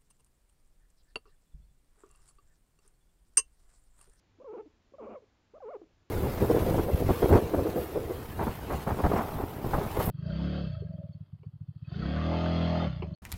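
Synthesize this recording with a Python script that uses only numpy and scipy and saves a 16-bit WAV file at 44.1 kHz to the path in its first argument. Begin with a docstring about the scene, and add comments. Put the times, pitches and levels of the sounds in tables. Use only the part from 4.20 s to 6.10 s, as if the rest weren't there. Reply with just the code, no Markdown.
"""A guinea pig, stroked on a lap close to the microphone, grumbles three times.
Each phrase: short lead-in notes, a long wavering call, a soft closing grunt. The voice is a nearly
pure tone shaped by the throat; in places it breaks into a rasp of slower, uneven flaps.
The hand adds soft low bumps. A small furnished room answers faintly, over hiss, rumble and mains hum."""
import sys
import numpy as np
from scipy import signal
from scipy.fft import rfft, irfft, next_fast_len
from scipy.io import wavfile
from scipy.ndimage import uniform_filter1d, map_coordinates

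SR = 44100
rng = np.random.default_rng(int(sys.argv[2]) if len(sys.argv) > 2 else 0)


def wav_record(signal):
    """Record a signal, one row per channel, as 16-bit PCM in the file named by sys.argv[1]."""
    frames = np.transpose(np.atleast_2d(signal))
    bounded = np.clip(frames, -1, 1)
    # unit amplitude maps onto the largest positive 16-bit level
    quanta = np.round(bounded * 32767).astype(np.int16)
    wavfile.write(sys.argv[1], SR, quanta)


N = 83790

# Long calls: (time [s], pitch [Hz], level [dB], rasp [0-1])
FIRST_CALL = [(.244, 513, -47, 0.1), (.258, 569.3, -48.5, 0.09), (.288, 436.5, -43.5, 0.1),
              (.305, 420, -42, 0), (.325, 454.2, -44, 0.3), (.333, 297.4, -42.5, .54),
              (.341, 454, -43, 0.6), (.352, 521.7, -44, .28), (.367, 436.3, -41.5, 0.29),
              (.376, 297.8, -43, 0.69), (.384, 371, -43, 0.59), (.394, 428.6, -40.5, .28),
              (.405, 449, -40.5, 0.05), (.411, 417, -41.5, 0.2)]
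SECOND_CALL = [(.784, 661.7, -50, 0), (.803, 535.3, -45.5, 0.41), (.818, 407.5, -45.5, 0.78),
               (0.828, 462, -43, 0.7), (.841, 451.6, -45, 0.87), (.854, 323.4, -46, 0.83),
               (.86, 403, -48.5, 0.96), (0.868, 486, -44, 0.64), (0.876, 601.7, -44.5, 0.028),
               (0.888, 463.4, -43.5, 0.62), (0.896, 412.3, -48, 1), (.918, 552.5, -45.5, 1),
               (.939, 528, -47.5, 1), (.951, 597, -45.5, 0.58), (0.965, 545, -44, 0.13),
               (0.984, 459, -53.5, 0.089)]
THIRD_CALL = [(1.404, 786.6, -49.5, 0.04), (1.415, 772, -54, 0.03), (1.426, 560.5, -47.5, 0.012),
              (1.46, 416.6, -43, 0), (1.475, 439, -42, 0), (1.483, 433.6, -40.5, 0.34),
              (1.5, 593, -44.5, 0.23), (1.517, 752.3, -46.5, .04), (1.535, 572.6, -44.5, .08),
              (1.556, 424.6, -40, 0.2), (1.566, 386, -42, 0.18)]
# Short notes: (start [s], length [s], first, middle, last pitch [Hz], level [dB], rasp [0-1])
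SHORT_NOTES = [(.186, .0063, 324, 319, 298, -58.5, 0.04), (.2, 0.026, 451, 528.6, 588, -52.5, 0.44),
               (.233, 0.0012, 493, 418, 362, -55, 0.68), (0.42, 0.0022, 414, 401, 391, -51.5, 0),
               (0.459, .018, 332, 294, 306, -53.5, 0), (.722, 0.0027, 384, 362, 350, -57, 0),
               (0.737, 0.016, 514, 579, 485, -51.5, 0.41), (1.021, 0.02, 456, 436, 400, -60.5, 0.15),
               (1.337, .037, 373, 604, 620, -51.5, 0.3), (1.381, 0.00051, 615, 618, 596, -47.5, .08),
               (1.616, 0.0035, 409, 378, 363, -45.5, 0.14), (1.624, 0.017, 357, 312, 304, -53, 0.35)]
# Harmonics 1-6 ahead of the throat: (relative level [dB])
HARMONICS_DB = [1.5, -8, -15, -20, -30, -26]
# Throat response to the tone and to the flaps: (frequency [Hz], gain [dB])
THROAT_RESPONSE = [(100, -13), (300, 5), (600, -3), (870, -5), (1100, -2.5), (1350, -7), (1750, -22.5),
                   (1980, -19), (2200, -7.5), (2400, -20), (2900, -21.5), (3600, -32), (8000, -64)]
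RASP_RESPONSE = [(80, -24.5), (140, -19.5), (215, -4.5), (310, 5), (460, -3), (650, -1), (900, -10.5),
                 (1130, -8), (1370, -15), (1750, -32.5), (2350, -24), (2900, -30.5), (3350, -53),
                 (8000, -74.5)]
# Noise spectra: (frequency [Hz], relative density [dB])
HISS_SPECTRUM = [(76, -45.5), (130, -5), (182, -6), (247, -6), (283, -5.5), (494, -13), (557, -12),
                 (637, -13.5), (3460, -22.5), (7400, -29.5), (9620, -73), (16300, -120)]
RUMBLE_SPECTRUM = [(10, -13), (35, 2), (50, -1.5), (72, 0.5), (110, -8), (140, -21), (250, -47.5)]
BUMP_SPECTRUM = [(20, -30), (55, -7), (78, -2), (105, -6), (150, -18), (300, -50)]
HOARSE_SPECTRUM = [(200, -40.5), (600, 1.5), (1300, 0), (1800, -6), (2170, 2.5), (2450, -6), (2900, -13),
                   (3500, -32), (8000, -55)]
# Hand bumps: (centre time [s], Gaussian sigma [s], level [dB])
HAND_BUMPS = [(.2, 0.074, -73.5), (.86, .08, -66), (1.77, 0.082, -69.5)]
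# Room decay: (frequency [Hz], T60 [s])
ROOM_DECAY = [(200, .34), (600, 0.27), (3000, 0.13)]

HISS_DB, RUMBLE_DB, RUMBLE_SWELL_DB, HUM_HZ, HUM_DB = -73, -74, 1.5, 100, -80
ATTACK_S, RELEASE_S, LEVELLING_S = .003, .0061, .009
SHIMMER_DB, JITTER, RASP_JITTER = .4, .007, .085
FULL_VOICE_DB, BRIGHTEN_DB_PER_DB = -45.5, .28
PRESS_DB_PER_S, PRESS_PIVOT_S, PRESS_ABOVE_HZ = 60, .11, 1700
HOARSE_DB, HOARSE_DB_PER_DB = -29.5, .9
FLAP_HZ, FLAP_JITTER, FLAP_SPREAD_DB, AIR_DB = 215, .11, 1, -3.5
BODY_CUT_HZ, ROOM_DB = 140, -17.5
TREBLE_CUT_HZ, SELF_NOISE_DB, SELF_NOISE_TOP_HZ = 7500, -98, 15800


def amp(db):
    """Decibels to gain."""
    return 10 ** (np.asarray(db) / 20)


def unit_rms(x):
    """Scale to rms 1."""
    return x / np.sqrt(np.mean(x ** 2) + 1e-20)


def along(points, hz):
    """Interpolate (frequency [Hz], value) points on a log axis."""
    knot_hz, values = np.transpose(points)
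    return np.interp(np.log(hz + 1), np.log(knot_hz + 1), values)


def wobble(knots_per_s):
    """Smooth random curve."""
    knots = rng.standard_normal(int(N * knots_per_s / SR) + 4)
    return map_coordinates(knots, [np.arange(N) * knots_per_s / SR])


def filtered(x, gain):
    """Zero-phase filter with response gain(hz)."""
    size = next_fast_len(N + SR // 2)
    return irfft(rfft(x, size) * gain(np.fft.rfftfreq(size, 1 / SR)), size)[:N]


def noise(spectrum):
    """Coloured noise, rms 1."""
    return unit_rms(filtered(rng.standard_normal(N), lambda hz: amp(along(spectrum, hz))))


def resonate(x, response, size=4096):
    """Ring x through a minimum-phase filter."""
    cepstrum = irfft(np.log(amp(along(response, np.fft.rfftfreq(size, 1 / SR)))))
    cepstrum[1:size // 2] *= 2
    cepstrum[size // 2 + 1:] = 0
    return signal.fftconvolve(x, irfft(np.exp(rfft(cepstrum))))[:N]


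def background():
    """Steady hiss, gently swelling rumble, faint mains hum."""
    hiss = amp(HISS_DB) * noise(HISS_SPECTRUM)
    rumble = amp(RUMBLE_DB + RUMBLE_SWELL_DB * wobble(8)) * noise(RUMBLE_SPECTRUM)
    hum = amp(HUM_DB) * unit_rms(np.sin(2 * np.pi * HUM_HZ * np.arange(N) / SR))
    return hiss + rumble + hum


def stroking_hand():
    """Dull bass swells as the hand presses on the fur."""
    t = np.arange(N) / SR
    swells = sum(amp(db) * np.exp(-.5 * ((t - at_s) / sigma_s) ** 2) for at_s, sigma_s, db in HAND_BUMPS)
    return swells * noise(BUMP_SPECTRUM)


def throat_tone(hz, age_s, effort_db):
    """Throat-shaped harmonics, rms 1; the upper ones grow with effort and as the animal presses on."""
    k = np.arange(1, len(HARMONICS_DB) + 1)[:, None]
    press_db = PRESS_DB_PER_S * (age_s - PRESS_PIVOT_S) * (k * hz > PRESS_ABOVE_HZ)
    brighten_db = BRIGHTEN_DB_PER_DB * (k - 1) * effort_db
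    gains = amp(np.array(HARMONICS_DB)[:, None] + along(THROAT_RESPONSE, k * hz) + press_db + brighten_db)
    phase = 2 * np.pi * np.cumsum(hz) / SR
    return -(gains * np.cos(k * phase)).sum(0) / np.sqrt((gains ** 2).sum(0) / 2)


def rasp_pulses():
    """Slow uneven flaps and turbulence ring the throat."""
    cycles = np.cumsum(FLAP_HZ * np.exp(FLAP_JITTER * wobble(200))) / SR
    pulses = np.diff(np.floor(cycles), prepend=0) * amp(-FLAP_SPREAD_DB * rng.standard_normal(N))
    air = amp(AIR_DB) * rng.standard_normal(N)
    return unit_rms(resonate(unit_rms(pulses) + air, RASP_RESPONSE))


def voice(start_s, end_s, pitch_hz, level_db, rasp):
    """One note. Rasp unsettles the pitch, then breaks the tone into flaps; effort adds turbulence."""
    t = np.arange(N) / SR
    on = (t > start_s - ATTACK_S) & (t < end_s + 2 * RELEASE_S)
    rasp = np.clip(rasp, 0, 1)
    effort_db = np.broadcast_to(level_db - FULL_VOICE_DB, N)
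    hz = pitch_hz * np.exp((JITTER + RASP_JITTER * rasp) * wobble(350))
    tone = np.zeros(N)
    tone[on] = throat_tone(hz[on], t[on] - start_s, effort_db[on])
    flap_mix = rasp ** 2
    source = np.sqrt(1 - flap_mix ** 2) * tone + flap_mix * rasp_pulses()
    window = np.hanning(round(2 * LEVELLING_S * SR))
    power = signal.fftconvolve(np.where(on, source ** 2, 1), window / window.sum(), "same")
    hoarse_db = FULL_VOICE_DB + HOARSE_DB + HOARSE_DB_PER_DB * effort_db
    hoarse = amp(hoarse_db) * np.maximum(-tone, 0) * noise(HOARSE_SPECTRUM)  # pulsed by the tone
    voiced = amp(level_db + SHIMMER_DB * wobble(150)) * source / np.sqrt(np.abs(power) + 1e-6)
    gate = np.clip((t - start_s) / ATTACK_S + .5, 0, 1) * np.clip((end_s - t) / RELEASE_S + 1, 0, 1)
    return np.sin(gate * np.pi / 2) ** 2 * (voiced + hoarse)


def guinea_pig():
    """Three wavering calls with short gliding notes round them; the small body radiates little bass."""
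    t, out = np.arange(N) / SR, np.zeros(N)
    for call in (FIRST_CALL, SECOND_CALL, THIRD_CALL):
        times_s, *columns = np.transpose(call)
        pitch_hz, level_db, rasp = [uniform_filter1d(np.interp(t, times_s, c), size=300) for c in columns]
        out += voice(times_s[0], times_s[-1], pitch_hz, level_db, rasp)
    for start_s, length_s, first_hz, middle_hz, last_hz, level_db, rasp in SHORT_NOTES:
        u = np.clip(2 * (t - start_s) / length_s - 1, -1, 1)
        bend_hz = (first_hz + last_hz) / 2 - middle_hz
        pitch_hz = middle_hz + u * (last_hz - first_hz) / 2 + u ** 2 * bend_hz
        out += voice(start_s, start_s + length_s, pitch_hz, level_db, rasp)
    return filtered(out, lambda hz: 1 / np.sqrt(1 + (BODY_CUT_HZ / (hz + 1)) ** 12))


def room(x):
    """Short diffuse tail; treble dies first."""
    hz, t, spectra = signal.stft(rng.standard_normal(SR // 2), SR, nperseg=256)
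    decay = amp(-60 * t / along(ROOM_DECAY, hz)[:, None])
    tail = signal.istft(spectra * decay, SR, nperseg=256)[1]
    return signal.fftconvolve(x, tail / np.linalg.norm(tail))[:N]


def scene():
    """Animal, room, hand and background; mono."""
    animal = guinea_pig()
    return (animal + amp(ROOM_DB) * room(animal) + stroking_hand() + background())[None]


def record(dry):
    """Steep treble cut plus a trace of recorder self-noise."""
    dulled = filtered(dry[0], lambda hz: 1 / np.sqrt(1 + (hz / TREBLE_CUT_HZ) ** 80))
    self_noise = amp(SELF_NOISE_DB) * rng.standard_normal(N)
    return filtered(dulled + self_noise, lambda hz: hz < SELF_NOISE_TOP_HZ)[None]


dry = scene()
out = record(dry)
wav_record(out)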